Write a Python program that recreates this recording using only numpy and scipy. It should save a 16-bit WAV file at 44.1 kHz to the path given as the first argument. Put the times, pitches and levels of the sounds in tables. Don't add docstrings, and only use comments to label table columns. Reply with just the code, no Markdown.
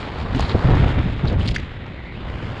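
import sys
import numpy as np
from scipy import signal
from scipy.fft import rfft, irfft
from scipy.io import wavfile
from scipy.ndimage import uniform_filter1d

SR = 44100
rng = np.random.default_rng(int(sys.argv[2]) if len(sys.argv) > 2 else 0)


def persist_wave(psi):
    counts = np.round(np.clip(psi, -1, 1) * 32767).astype(np.int16)
    wavfile.write(sys.argv[1], SR, np.atleast_2d(counts).T)


N = 114660
T = np.arange(N) / SR

# t/s, level/dB
BUFFET_FADER = [(0, -33.5), (.13, -33), (.23, -24), (.285, -28), (.315, -23.5), (.37, -20), (.42, -23.5),
                (.47, -26), (.543, -26), (.548, -15.5), (.563, -8.5), (.573, -22.5), (.638, -27.5),
                (.648, -9.5), (.675, -15), (.74, -13), (.78, -16), (.845, -15), (.885, -23.5),
                (.905, -14.5), (.935, -24.5), (.99, -11.5), (1.03, -26), (1.06, -13.5), (1.095, -24),
                (1.135, -20), (1.2, -28.5), (1.228, -22.5), (1.242, -11.5), (1.28, -22.5), (1.34, -17),
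                (1.43, -20.5), (1.515, -20.5), (1.545, -24.5), (1.595, -24.5), (1.65, -32), (2.1, -34.5),
                (2.23, -29.5), (2.52, -28), (2.6, -36.5)]
ROAR_FADER = [(0, -36.5), (.05, -36), (.3, -35), (.36, -35), (.47, -34.5), (.51, -25.5), (.538, -33),
              (.55, -28), (.59, -30), (.64, -27), (.652, -23), (.667, -29), (.69, -21.5), (.745, -24),
              (.8, -30), (.84, -22.5), (.93, -31.5), (1.0, -26.5), (1.03, -38.5), (1.07, -30),
              (1.15, -40.5), (1.21, -35.5), (1.25, -27.5), (1.29, -31), (1.33, -32.5), (1.45, -33),
              (1.62, -41.5), (1.78, -43.5), (1.87, -40), (2.05, -43.5), (2.3, -36.5), (2.6, -37.5)]
RUSH_FADER = [(0, -35.5), (.3, -36), (.4, -31), (.58, -35), (.66, -31.5), (.74, -28), (.85, -28.5),
              (.95, -30.5), (1.0, -32), (1.18, -35.5), (1.26, -36), (1.6, -37.5), (1.8, -39.5), (2.0, -42),
              (2.16, -41.5), (2.22, -39.5), (2.4, -36), (2.6, -37)]
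HISS_FADER = [(0, -52), (.3, -54.5), (.4, -46.5), (.6, -45.5), (.85, -47.5), (1.15, -58), (1.6, -56.5),
              (1.8, -62), (2.1, -64.5), (2.35, -55.5), (2.6, -56.5)]
HOLLOW_FADER = [(0, -36), (.35, -37), (.6, -34.5), (.73, -31.5), (.9, -44), (1.2, -59), (2.1, -67),
                (2.22, -46.5), (2.6, -41.5)]
# t/s, f/Hz
RUSH_SWEEP = [(0, 4800), (.55, 4660), (.75, 3870), (1.15, 4030), (1.9, 4120), (2.2, 4950), (2.35, 3370),
              (2.6, 3800)]
# f/Hz, level/dB
BUFFET_EQ = [(10, -38), (25, -4), (50, -1.5), (80, -2), (120, -3), (170, -9), (250, -13), (400, -26.5),
             (900, -85.5), (5000, -115)]
ROAR_EQ = [(100, -8.5), (180, -9), (250, -4.5), (350, -3), (550, -5.5), (800, -9), (1200, -15), (2200, -21),
           (5000, -77.5), (11000, -95)]
RUSH_EQ = [(300, 8), (700, -4), (1200, 1), (1900, 1), (2600, -1.5), (3600, -3.5), (5000, -15.5),
           (9000, -13)]
HISS_EQ = [(2000, -24.5), (4000, 7.5), (4900, 3.5), (5900, -9), (7100, -7), (8300, -16.5), (9600, -19),
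           (10500, -39), (14000, -63)]
# t/s, length/s, level/dB, centre f/Hz
GUST_CUES = [(0.342, 0.034, -21, 253.7), (0.407, .04, -17.5, 55.2), (0.543, 0.012, -15.5, 429.6),
             (0.683, 0.06, -15.5, 140.6), (.69, 0.041, -21.5, 327.1), (.715, .085, -34, 1553),
             (0.791, 0.076, -14, 104.4), (1.311, 0.0357, -28, 491), (1.378, 0.073, -19, 92.9)]
# t/s, level/dB, ring f/Hz
SLAP_CUES = [(0.5472, -1.5, 110), (0.5441, -11.5, 483), (.556, -3.5, 209.4), (.653, -5, 149),
             (0.688, -4.5, 1110), (0.698, -1, 230), (.721, -21, 380), (.736, -7, 750), (.844, -9, 203),
             (0.904, -18, 170), (0.984, -17, 190), (1.06, -18.5, 151), (1.246, -22, 160)]
# t/s, f/Hz, level/dB
WHISTLE_GLIDE = [(1.6, 1900, -50), (1.9, 1970, -50), (1.98, 2050, -46), (2.03, 2060, -46.5),
                 (2.08, 2100, -43), (2.14, 2240, -44), (2.17, 2930, -48), (2.22, 2940, -52),
                 (2.3, 2950, -62)]

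# t/s, length/s, level/dB, low-pass f/Hz
RUB_CUES = [(0.343, 0.056, -38, 5200), (0.396, 0.04, -42, 11000), (0.41, 0.034, -41, 4300),
            (0.487, .036, -35, 3900), (1.114, 0.027, -55, 12000), (1.262, 0.051, -41.5, 7500),
            (1.381, 0.078, -44.5, 8500), (1.449, 0.073, -36, 9600), (1.473, 0.018, -33, 8000),
            (1.544, 0.022, -30.5, 9900)]
# t/s, length/s, level/dB, centre f/Hz
RASP_CUES = [(0.41, 0.052, -42, 4030), (0.488, .035, -38.5, 4045), (1.271, 0.013, -35.5, 4030),
             (1.3, 0.012, -51, 4260), (1.402, 0.025, -40, 3030), (1.474, .016, -31.5, 4550),
             (1.504, 0.019, -41.5, 4830), (1.557, 0.012, -33, 2520)]
# t/s, level/dB before filtering, centre f/Hz
TICK_CUES = [(0.029, -23, 2000), (.348, -17, 3300), (0.36, -24.5, 7950), (.3695, -27.5, 9000),
             (0.392, -22, 5800), (0.394, -17, 5400), (.406, -13, 7800), (0.753, -24.5, 4970),
             (0.887, -35, 7500), (0.99, -23, 2500), (1.184, -39, 5500), (1.254, -19, 1800),
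             (1.327, -31.5, 5470), (1.545, -22, 5070), (1.599, -27.5, 4500), (1.628, -31, 2200),
             (1.864, -31, 2500)]
# t/s, level/dB
KNOCK_CUES = [(.396, -12.5), (.400, -29)]
SNAP_CUES = [(1.562, -15.5), (1.566, -35.5), (1.5825, -29.5)]
# f/Hz, level/dB, t60/s
HARNESS_RING = [(685, -4, 0.035), (832, 2, 0.017), (1040, -5.5, 0.019)]
BUCKLE_RING = [(1740, 1, 0.018), (2090, -9, 0.044), (2437, -14, 0.035), (2760, -14, 0.056),
               (4690, -12, 0.023), (5880, -11, 0.014), (6500, -12, 0.025)]
# f/Hz, level/dB
CLOTH_EQ = [(400, -30), (1300, -14), (2200, 1), (3400, 2), (4600, -3.5), (5200, -8.5), (5900, -20.5),
            (7000, -13.5), (8000, -19.5), (9200, -20.5), (11000, -27), (14000, -59.5)]
TICK_EQ = [(200, -22), (900, 16.5), (2000, 10), (4500, 0.5), (5800, -7.5), (7000, -7.5), (9000, -22),
           (10500, -20), (12000, -36), (15000, -33)]
CLATTER_EQ = [(900, -19), (1400, -8), (1700, 10.5), (2800, 2.5), (3600, -25), (4700, -13), (6000, -11.5),
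              (7000, -27), (9000, -37), (12000, -34), (15000, -59)]

EDDIES_PER_S, ROAR_EDDY_DB, RUSH_EDDY_DB = 26, 2, 1
PRESSURE_DB = -3
HISS_FLUTTER_PER_S, HISS_FLUTTER_DB = 8.5, 1.5
GUST_SPREAD, GUST_FADE_S = 0.29, 0.0026
RUB_ATTACK_S, RUB_RELEASE_S, RUB_GRAINS_PER_S, RUB_GRAIN_DB = 0.011, 0.018, 400, 3
SLIPS_PER_S, SLIP_T60_S, SLIP_SPREAD_DB, SLIDE_DB = 145, .028, 2, -13
RASP_SPREAD_HZ, RASP_FADE_S, RASP_TOP_HZ = 560, 0.0029, 5600
CLATTER_DB, CLATTER_T60_S, BUCKLE_BAND_HZ = -2, 0.026, (1210, 5500)
HALL_T60_S, HALL_DB = 0.84, -26.5


def wind():
    pressure = even(noise(BUFFET_EQ), span_s=0.12)
    eddies = drift(EDDIES_PER_S)
    roar = even(noise(ROAR_EQ) * from_db(ROAR_EDDY_DB * eddies + PRESSURE_DB * pressure), span_s=0.022)
    flutter = rms_one(from_db(RUSH_EDDY_DB * eddies + .5 * PRESSURE_DB * pressure))
    rush = swept_lowpass(noise(RUSH_EQ), automation(RUSH_SWEEP)[0], steepness=39) * flutter
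    hiss = noise(HISS_EQ) * flutter * from_db(HISS_FLUTTER_DB * drift(HISS_FLUTTER_PER_S))
    layers = (BUFFET_FADER, pressure), (ROAR_FADER, roar), (RUSH_FADER, rush), (HISS_FADER, hiss)
    return sum(from_db(automation(fader)[0]) * layer for fader, layer in layers)


def gusts():
    out = 0
    for s, length, db, hz in GUST_CUES:
        flutter = even(noise_band(hz, GUST_SPREAD * hz), span_s=0.019)
        out += from_db(db) * stroke(s, length, GUST_FADE_S, GUST_FADE_S) * flutter
    return out


def slaps():
    thumps = sum(from_db(db) * ring(s, hz, t60=4 / hz) for s, db, hz in SLAP_CUES)
    return lowpass(thumps, hz=1500, order=2)


def hollow():
    band = lowpass(noise_band(hz=937.3, spread_hz=460), hz=4500, order=2)
    return from_db(automation(HOLLOW_FADER)[0]) * band


def cloth():
    grain = rng.standard_normal(N) * slips() * from_db(RUB_GRAIN_DB * drift(RUB_GRAINS_PER_S))
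    friction = rms_one(equalise(grain, CLOTH_EQ))
    return sum(from_db(db) * stroke(s, length, RUB_ATTACK_S, RUB_RELEASE_S) * lowpass(friction, hz, 4)
               for s, length, db, hz in RUB_CUES)


def webbing():
    rasps = sum(from_db(db) * stroke(s, length, RASP_FADE_S, RASP_FADE_S) * noise_band(hz, RASP_SPREAD_HZ)
                for s, length, db, hz in RASP_CUES)
    return lowpass(rasps * slips(), RASP_TOP_HZ, order=4)


def slips(count=600):
    gaps = rng.uniform(.4, 1.6, count)
    sizes = from_db(SLIP_SPREAD_DB * rng.standard_normal(count))
    onsets = (np.cumsum(gaps) * SR / SLIPS_PER_S).astype(int)
    catches = np.bincount(onsets, sizes, N)[:N]
    decay = from_db(-60 / (SLIP_T60_S * SR))
    return rms_one(signal.lfilter([1], [1, -decay], catches) + from_db(SLIDE_DB))


def buckle():
    clatter = equalise(bursts(SNAP_CUES, CLATTER_T60_S) * rng.standard_normal(N), CLATTER_EQ)
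    band = signal.butter(3, BUCKLE_BAND_HZ, "band", fs=SR, output="sos")
    return signal.sosfilt(band, strike(SNAP_CUES, BUCKLE_RING)) + from_db(CLATTER_DB) * clatter


def ticks():
    out = 0
    for s, db, hz in TICK_CUES:
        burst = bursts([(s, db)], t60=0.021) * rng.standard_normal(N)
        out += signal.lfilter(*signal.iirpeak(hz, Q=1.3, fs=SR), burst + 1e-18)
    return equalise(out, TICK_EQ)


def knocks():
    return strike(KNOCK_CUES, HARNESS_RING)


def whistle():
    hz, db = automation(WHISTLE_GLIDE)
    return noise_band(hz, spread_hz=230) * from_db(db) * (T > WHISTLE_GLIDE[0][0])


def hall(x):
    tail = rng.standard_normal(N) * from_db(-60 * T / HALL_T60_S)
    return signal.fftconvolve(x, tail / np.sqrt(np.sum(tail ** 2)))[:N]


def from_db(db):
    return 10 ** (np.asarray(db) / 20)


def rms_one(x):
    return x / np.sqrt(np.mean(x ** 2) + 1e-20)


def automation(rows):
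    s, *columns = np.transpose(rows)
    return [np.interp(T, s, column) for column in columns]


def equalise(x, eq):
    hz, db = np.transpose(eq)
    grid = np.maximum(np.arange(N // 2 + 1) * SR / N, 1)
    gain = from_db(np.interp(np.log(grid), np.log(hz), db))
    return irfft(rfft(x) * rms_one(gain), N)


def lowpass(x, hz, order):
    return signal.sosfilt(signal.butter(order, hz, fs=SR, output="sos"), x)


def swept_lowpass(x, edge_hz, steepness):
    hz, s, frames = signal.stft(x, SR, nperseg=512)
    gain = 1 / np.sqrt(1 + (hz[:, None] / np.interp(s, T, edge_hz)) ** steepness)
    return signal.istft(frames * gain, SR)[1][:N]


def noise(eq):
    return rms_one(equalise(rng.standard_normal(N), eq))


def drift(rate):
    hz = np.arange(N // 2 + 1) * SR / N
    return rms_one(irfft(rfft(rng.standard_normal(N)) / (1 + (hz / rate) ** 2), N))


def noise_band(hz, spread_hz):
    phase = 2 * np.pi * np.cumsum(hz * np.ones(N)) / SR
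    return rms_one(drift(spread_hz) * np.cos(phase) + drift(spread_hz) * np.sin(phase))


def even(x, span_s):
    size = int(span_s * SR)
    return x / np.sqrt(uniform_filter1d(uniform_filter1d(x * x, size), size) + 1e-9)


def stroke(s, length, attack, release):
    return np.clip((T - s) / attack, 0, 1) * np.clip((s + length - T) / release + .5, 0, 1)


def bursts(hits, t60):
    return sum(from_db(db - 60 * np.clip((T - s) / t60, 0, 10)) * (T >= s) for s, db in hits)


def ring(s, hz, t60):
    age = np.maximum(T - s, 0)
    return np.sin(2 * np.pi * hz * age) * from_db(-60 * np.minimum(age / t60, 10))


def strike(hits, modes):
    return sum(from_db(db + mode_db) * ring(s, hz, t60) for s, db in hits for hz, mode_db, t60 in modes)


def scene():
    body = cloth() + webbing() + buckle() + ticks() + knocks()
    air = wind() + gusts() + slaps() + hollow() + whistle()
    return (air + body + from_db(HALL_DB) * hall(body))[None]


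def record(dry):
    ceiling, stopband_hz = 0.73, 14600
    rounded = ceiling * np.tanh(dry / ceiling)
    return signal.sosfilt(signal.cheby2(12, 70, stopband_hz, fs=SR, output="sos"), rounded)


dry = scene()
out = record(dry)
persist_wave(out)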